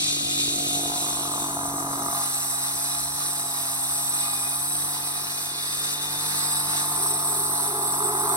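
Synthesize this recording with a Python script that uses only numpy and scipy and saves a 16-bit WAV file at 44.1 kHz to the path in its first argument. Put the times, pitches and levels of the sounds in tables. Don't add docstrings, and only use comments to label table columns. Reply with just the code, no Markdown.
import sys
import numpy as np
from scipy import signal
from scipy.fft import rfft, irfft, next_fast_len
from scipy.io import wavfile
from scipy.ndimage import uniform_filter1d, map_coordinates

SR = 44100
rng = np.random.default_rng(int(sys.argv[2]) if len(sys.argv) > 2 else 0)


def generate_wav(signal):
    frames = np.transpose(np.atleast_2d(signal))
    scaled = np.clip(frames, -1, 1) * 32767
    pcm = np.round(scaled).astype(np.int16)
    wavfile.write(sys.argv[1], SR, pcm)


N = 368676

# time_s, level_db
BARK_LEVEL = [(0, -39), (.65, -37.5), (.9, -34), (2.2, -31), (2.33, -37), (4.35, -37), (5.3, -39),
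              (5.75, -41.5), (6.7, -33), (7.8, -31), (8.36, -25.5)]
# time_s, gain_db
BOOM_GAIN = [(0, 9), (.88, 11.5), (.96, 7.5), (2.06, 8), (2.14, 0)]
# middle_s, length_s, bark_gain_db, chuff_gain_db
TURNED_AWAY = (5.88, .55, -7.5, 2.5)


def blade(turns):
    # time_s, scrape_db, hiss_db
    cut = [(0, -45, -37), (.85, -61, -30), (1.42, -49, -30), (1.68, -42, -31), (2, -39, -29.5),
           (2.2, -35, -26.5), (2.8, -34, -28), (4.1, -34.5, -26.5), (4.75, -35, -26.5), (5.2, -33.5, -29),
           (6.15, -31.5, -28.5), (6.36, -32, -24.5), (6.8, -35, -25.5), (7.05, -35, -24.5),
           (8.36, -39, -26)]
    # middle_s, length_s, gain_db
    slips = [(3.496, 0.088, -0.5), (5.552, 0.075, -5.5), (5.985, .06, -3.5), (6.08, 0.028, -1.5),
             (6.652, 0.085, -1)]
    surges = [(0.063, 0.088, 2), (.405, .03, 2.5), (3.305, 0.15, 1.5), (4.21, 0.16, 3.5), (5.886, 0.085, 2),
              (6.47, 0.28, 3), (6.775, 0.11, 5)]
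    # time_s, level_db
    sizzle_level = [(0, -36), (.55, -32), (1.4, -37), (2.6, -40), (4.2, -43), (4.9, -55)]
    # frequency_hz, level_db
    scrape_spectrum = [(600, -22), (1150, -3), (1450, 1), (1950, -2), (2280, -8.5), (2800, -5.5),
                       (3400, -6.5), (3600, -.5), (4500, -1.5), (5300, -3), (6200, -4), (6650, -6),
                       (7400, -8), (7900, -19), (10000, -32)]
    hiss_spectrum = [(7000, -58), (7930, -10.5), (8010, -1), (9000, -6), (10500, -8), (12200, -7.5),
                     (13500, -15.5), (15700, -7.5)]
    rasp_spectrum = [(1000, -31), (1900, -12), (2600, -5), (3150, -2), (3900, .5), (4500, -.5), (5000, -7),
                     (5700, -5.5), (6500, -4.5), (7250, -4.5), (7800, -4), (8100, -8), (9000, -10),
                     (15000, -24)]
    sizzle_spectrum = [(4800, -28), (5700, -7), (6300, -2), (6700, -1), (7250, 0), (7800, 0), (8100, -9),
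                       (9500, -30)]
    # middle_s, length_s, pitch_hz, width_hz, level_db
    songs = [(.15, 1, 3612, 11, -35.5), (.03, .55, 3810, 110, -39), (.1, .6, 4460, 70, -41),
             (.95, .9, 3885, 11, -45.5), (1.6, 1, 6150, 160, -46), (.2, .5, 8054, 12, -43),
             (1.38, .5, 8054, 16, -38.5), (1.8, .9, 1225, 18, -44), (2.35, .5, 7210, 70, -43),
             (1.1, .6, 5610, 25, -46), (2.7, 1, 5680, 30, -45), (3.9, 1.1, 7240, 60, -46),
             (4.15, .5, 5720, 40, -45), (4.2, .35, 8445, 14, -38), (4.37, .3, 1217, 14, -41),
             (4.4, .35, 2450, 25, -47), (4.7, .3, 8054, 12, -35), (5.4, .6, 4470, 40, -48),
             (5.5, 1.2, 2450, 16, -54), (6.2, 1, 3612, 14, -43.5), (6.7, .6, 5020, 30, -46),
             (8.1, .5, 3612, 20, -50), (6.75, .7, 8910, 30, -38)]
    scrape_db, hiss_db = curves(cut)
    sizzle_db, = curves(sizzle_level)
    slip_db = passing_db(slips)
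    bite = amp(.35 * wobble(9) + .45 * wobble(25) + .3 * wobble(90) + .12 * np.sin(2 * np.pi * turns))
    pressure = amp(passing_db(surges) + .55 * slip_db + .65 * wobble(9))
    t = np.arange(N) / SR
    half_faded_s, fade_s, fall_db_per_s = 1.56, .99, 5.5
    opening = np.clip(.5 + (half_faded_s - t) / fade_s, 0, 1)
    rasp_gain = opening * amp(-25.5 - fall_db_per_s * t) + amp(scrape_db - 24)
    scrape = amp(scrape_db - .5) * grit(scrape_spectrum, grain_db=1.8)
    hiss = amp(hiss_db + slip_db + .31) * grit(hiss_spectrum, grain_db=.4)
    rasp = rasp_gain * grit(rasp_spectrum, grain_db=1.5)
    sizzle = amp(sizzle_db) * grit(sizzle_spectrum, grain_db=4)
    song = sum(amp(db) * swell(s, length) * singing(hz, width) for s, length, hz, width, db in songs)
    return bite * (pressure * (scrape + rasp) + hiss + sizzle + song)


def grit(spectrum, grain_db):
    # pitch_hz, width_hz, gain_db
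    steel_modes = [(2450, 38, 6.5), (2660, 50, 2), (2900, 60, 3), (3300, 50, 2), (3600, 50, 7),
                   (3870, 45, 7.5), (4070, 50, 6), (4460, 110, 6), (4980, 60, 8), (5100, 40, 4),
                   (5590, 65, 8), (5730, 65, 8), (6150, 60, 6), (6320, 60, 8.5), (6820, 60, 5),
                   (7080, 40, 6), (7230, 60, 9), (7470, 45, 5), (7620, 35, 5), (7790, 35, 3),
                   (8054, 45, 12), (8250, 42, 10.5), (8405, 52, 11.5), (8570, 35, 6), (8750, 45, 6.5),
                   (8925, 75, 12), (9070, 30, 6), (9330, 70, 4.5), (9530, 50, 2), (9724, 110, 7.5),
                   (10060, 40, 8.5), (10135, 40, 7), (10400, 50, 2), (10850, 65, 6), (11030, 90, 6),
                   (11390, 100, 4), (12030, 180, 3), (12550, 50, 3), (13140, 70, 7), (13620, 50, 4)]
    centre, width, db = np.transpose(steel_modes)
    hz, t, grains = signal.stft(noise() * amp(grain_db * wobble(1500)), SR, nperseg=2048)
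    wander_db = 1.8 * unit(uniform_filter1d(rng.standard_normal((len(db), len(t))), size=11, axis=1))
    ring = np.sqrt(1 + mode(hz[:, None], centre, width) ** 2 @ amp(db[:, None] + wander_db) ** 2)
    patches_db = 2.4 * unit(uniform_filter1d(rng.standard_normal(grains.shape[1:]), size=9, axis=1))
    gain = ring * amp(along(spectrum, hz)[:, None] + patches_db)
    return unit(signal.istft(grains * gain, SR, nperseg=2048)[1][:, :N])


def engine(turns):
    # time_s, share
    unevenness = [(0, 1), (2.1, 1), (2.4, .1), (4.6, .1), (4.9, .35), (8.36, .45)]
    # start_s, end_s
    heavy_load = [(2.32, 3.2), (3.72, 4.1), (4.42, 4.72), (7.86, 7.3)]
    uneven, = curves(unevenness)
    bark_db, boom_db = curves(BARK_LEVEL) + curves(BOOM_GAIN)
    rise_db = bark_db - bark_db.mean()
    t = np.arange(N) / SR
    loaded = uniform_filter1d(sum(1. * (t > start) * (t < end) for start, end in heavy_load), size=3000)
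    low_tones = drone(turns, loaded, rise_db, boom_db)
    ringing = muffler(turns, rise_db, boom_db)
    pulses, puffs = firings(turns, [4, -1.5, -2.5], uneven, scatter_db=.8, jitter_s=.00025)
    exhaust = throb(turns, depth=.28 * uneven) * bark(pulses, puffs, ringing, bark_db)
    low_gas = chuff(turns, puffs, loaded, rise_db, boom_db) + flutter(puffs, boom_db)
    return exhaust + low_gas + direct(low_tones + whine(turns))


def firings(turns, pattern_db, uneven, scatter_db, jitter_s, puff_turns=.42):
    count = np.arange(1, int(turns[-1]))
    size_draw, time_draw = rng.standard_normal((len(count), 2)).T
    accent_db = np.array(pattern_db)[count % len(pattern_db)] * np.interp(count, turns, uneven)
    size = amp(accent_db + scatter_db * size_draw)
    at = np.interp(count, turns, np.arange(N)) + jitter_s * SR * time_draw
    pulses = np.bincount(np.clip(at, 0, N - 1).astype(int), size, N)
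    latest = np.clip(turns.astype(int) - 1, 0, len(size) - 1)
    return pulses, unit(size[latest] * np.exp(-(turns % 1) / puff_turns))


def bark(pulses, puffs, ringing, bark_db):
    # frequency_hz, level_db
    spectrum = [(420, -31), (600, -18), (680, 5), (780, 2), (880, -2.5), (950, 2.5), (1100, 4), (1240, 7.5),
                (1400, -0.5), (1600, -6), (1800, -13.5), (2100, -12.5), (3000, -60), (5000, -42)]
    away_s, length_s, away_db, _ = TURNED_AWAY
    knock = amp(bark_db - 14) * coloured(pulses, spectrum)
    gas = amp(bark_db - 4.5) * coloured(noise() * (puffs + 1.2), spectrum)
    return direct(amp(away_db * swell(away_s, length_s)) * (ringing + knock)) + gas


def muffler(turns, rise_db, boom_db):
    # cycles_per_three_turns, level_db, rise_share, boom_share
    lines = [(14, -60.5, .7, 1.1), (15, -49.6, .25, .8), (18, -45.3, 1, -.45), (21, -53.5, 1.55, .1)]
    lag_turns, smear_rad = .3, 1.1
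    snarl = 0
    for k, db, rise_share, boom_share in lines:
        gain = amp(db + rise_share * rise_db + boom_share * boom_db + 1.2 * wobble(25))
        phase = 2 * np.pi * k / 3 * (turns - lag_turns) + smear_rad * (k % 2) + .14 * wobble(35)
        snarl += gain * np.sqrt(2) * np.cos(phase)
    return snarl + amp(-58 + boom_db) * singing(centre_hz=712, width_hz=16)


def drone(turns, loaded, rise_db, boom_db):
    # middle_s, length_s, gain_db
    dips = [(1.15, .5, -3.3), (3.45, .25, -1.5), (5.5, .6, -3.8), (7.75, .3, -1.2)]
    # cycles_per_three_turns, gain_db
    weak_orders = [(1, -12.5), (2, -12.5), (4, -9.5), (9, -13.5), (10, -16.5), (12, -39)]
    speed_hz = np.gradient(turns) * SR
    dip_db = passing_db(dips)
    first_db = -47.5 + dip_db + .25 * rise_db + .34 * (speed_hz - speed_hz.mean())
    second_db = -49.8 + dip_db + .5 * rise_db + boom_db
    first = amp(first_db + .5 * wobble(30)) * tone(turns, 1, blur_rad=.06)
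    second = amp(second_db + .7 * wobble(30)) * tone(turns, 2, blur_rad=.1)
    second *= throb(turns, depth=.42 * (1 - loaded))
    lines = sum(amp(db + 1.8 * wobble(20)) * tone(turns, k / 3, blur_rad=.2) for k, db in weak_orders)
    half = loaded * amp(-9 + 3 * wobble(25)) * tone(turns, .5, blur_rad=.62)
    return first + second + amp(first_db) * (lines * amp(-8 * loaded) + half)


def chuff(turns, puffs, loaded, rise_db, boom_db):
    # frequency_hz, level_db
    spectrum = [(20, -52), (40, -24), (70, 0.5), (110, -5), (210, 2), (260, -8), (335, 6), (430, -3),
                (580, -3.5), (900, -21)]
    away_s, length_s, _, away_db = TURNED_AWAY
    level_db = -52.5 + .3 * rise_db + boom_db + away_db * swell(away_s, length_s)
    pulses, _ = firings(turns, [5, -3, -4], uneven=1 - loaded, scatter_db=1.5, jitter_s=.0003)
    thump = -amp(-3.5) * coloured(pulses, spectrum)
    rush = coloured(noise() * (puffs + .75), spectrum)
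    return amp(level_db) * (direct(thump) + rush)


def flutter(puffs, boom_db):
    # frequency_hz, level_db
    spectrum = [(200, -46), (310, -40), (355, 3.5), (400, 8), (430, 6.5), (470, -17.5), (600, -39),
                (900, -55)]
    # middle_s, length_s, level_db
    bursts = [(7.078, 0.17, -41.5), (7.42, 0.27, -43.5), (7.81, 0.19, -37), (8.093, 0.12, -32.5),
              (8.328, 0.19, -35.5)]
    gain = amp(-68 + boom_db) + sum(amp(db) * swell(s, length) for s, length, db in bursts)
    return gain * coloured(noise() * (puffs + .98), spectrum)


def whine(turns):
    # middle_s, length_s, cycles_per_turn, level_db
    whines = [(1.7, 1, 12, -50), (4, 4, 12, -57), (5.95, .9, 12, -51), (6.65, .6, 12, -48),
              (7.7, 1.2, 12, -53), (6.25, .5, 6, -51), (6.05, .35, 4, -60), (5.85, .8, 25, -43),
              (6, 1, 3, -62)]
    return sum(amp(db + 1.5 * wobble(20)) * swell(s, length) * tone(turns, k, blur_rad=.5)
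               for s, length, k, db in whines)


def microphone(sound):
    # frequency_hz, left_lead_rad
    port_phase = [(100, 0.14), (300, -.9), (700, -2.5), (1100, -3.05), (1640, -3.35), (2200, -3.6),
                  (2650, -3.16), (3250, -3.16), (3900, -4.6), (4550, -3.8), (5000, -4.8), (5600, -4.9),
                  (6800, -3.25), (7700, -3.05), (8050, -2.1), (8500, -1.8), (9300, -1.9), (10500, -.15),
                  (11300, .1), (13400, 2.8), (15600, 3.8)]
    # frequency_hz, likeness
    likeness = [(200, .95), (700, .93), (1150, .91), (1400, .67), (2050, .55), (2450, .6), (2700, .92),
                (3200, .96), (3500, .55), (4100, .68), (5300, .62), (6200, .72), (6900, .98), (7600, .98),
                (8100, .85), (9000, .93), (10200, .92), (11000, .98), (12500, .8), (14400, .96)]
    # frequency_hz, left_minus_right_db
    balance = [(7850, 0), (8030, -3), (8600, -.4), (9200, -1.2), (10200, -.7), (10500, 0)]
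    # time_s, edge_hz
    wind_filter = [(0, 55), (.25, 115), (.4, 215), (.5, 370), (.7, 460), (.9, 610), (1.05, 700), (1.3, 770),
                   (8.4, 785)]
    hz, t, (straight, scattered) = signal.stft(sound, SR, nperseg=1024)
    hz = hz[:, None]
    edge_hz = np.interp(t, *np.transpose(wind_filter))
    apart_ratio = 2.15
    apart = np.sin(np.pi / 2 * np.clip((hz / edge_hz - 1) / (apart_ratio - 1), 0, 1)) ** 2
    spread = apart * np.arccos(np.clip(along(likeness, hz), 0, 1)) / 2
    lead = np.exp(.5j * apart * along(port_phase, hz)) * amp(along(balance, hz) / 2)
    mid, side = straight * np.cos(spread), scattered * np.sin(spread)
    return signal.istft(np.array([(mid + side) * lead, (mid - side) / lead]), SR, nperseg=1024)[1][:, :N]


def tone(turns, order, blur_rad):
    return np.sqrt(2) * np.sin(2 * np.pi * (order * turns + rng.random()) + blur_rad * wobble(35))


def throb(turns, depth):
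    return 1 + depth * np.cos(2 * np.pi * (turns - 1 / 3) / 3)


def singing(centre_hz, width_hz):
    m = next_fast_len(N)
    response = mode(np.fft.rfftfreq(m, 1 / SR), centre_hz, width_hz)
    return unit(irfft(rfft(rng.standard_normal(m)) * response, m)[:N])


def mode(hz, centre_hz, width_hz):
    return 1 / (1 + ((hz - centre_hz) / width_hz) ** 2)


def coloured(x, spectrum):
    m = 2 * next_fast_len(N // 2 + 8192)
    gain = amp(along(spectrum, np.fft.rfftfreq(m, 1 / SR)))
    cepstrum = irfft(np.log(np.maximum(gain, 1e-6)))
    cepstrum[1:m // 2] *= 2
    cepstrum[m // 2 + 1:] = 0
    return unit(irfft(rfft(x, m) * np.exp(rfft(cepstrum)), m)[..., :N])


def noise():
    return rng.standard_normal((2, N))


def direct(x):
    return np.array([x, np.zeros(N)])


def wobble(rate):
    return map_coordinates(rng.standard_normal(int(N * rate / SR) + 4), [np.arange(N) * rate / SR])


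def swell(middle_s, length_s):
    return np.exp(-2 * ((np.arange(N) / SR - middle_s) / length_s) ** 2)


def passing_db(rows):
    return sum(db * swell(s, length) for s, length, db in rows)


def curves(rows):
    s, *cols = np.transpose(rows)
    return [np.interp(np.arange(N) / SR, s, c) for c in cols]


def along(points, hz):
    f, v = np.transpose(points)
    return np.interp(np.log(hz + 1), np.log(f + 1), v)


def amp(db):
    return 10 ** (np.asarray(db) / 20)


def unit(x):
    return x / np.sqrt(np.mean(x ** 2) + 1e-20)


def scene():
    # time_s, firing_rate_hz
    revs = [(0.0, 145.0), (0.36, 143.6), (1.34, 143.2), (1.61, 140.8), (1.91, 139.7), (2.33, 136.5),
            (2.8, 139.8), (3.31, 142.6), (3.63, 135.8), (4.09, 139.2), (4.4, 136.2), (4.7, 144.7),
            (5.1, 143.0), (5.47, 140.8), (5.88, 144.7), (6.31, 147.5), (7.29, 145.5), (7.79, 139.5),
            (8.02, 143.2), (8.36, 142.0)]
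    speed_hz, = curves(revs)
    turns = np.cumsum(speed_hz * (1 + .0012 * wobble(18))) / SR
    return microphone(engine(turns) + blade(turns))


def record(dry):
    top_hz = 15850
    m = next_fast_len(N + 8192)
    return irfft(rfft(dry, m) * (np.fft.rfftfreq(m, 1 / SR) < top_hz), m)[:, :N]


dry = scene()
out = record(dry)
generate_wav(out)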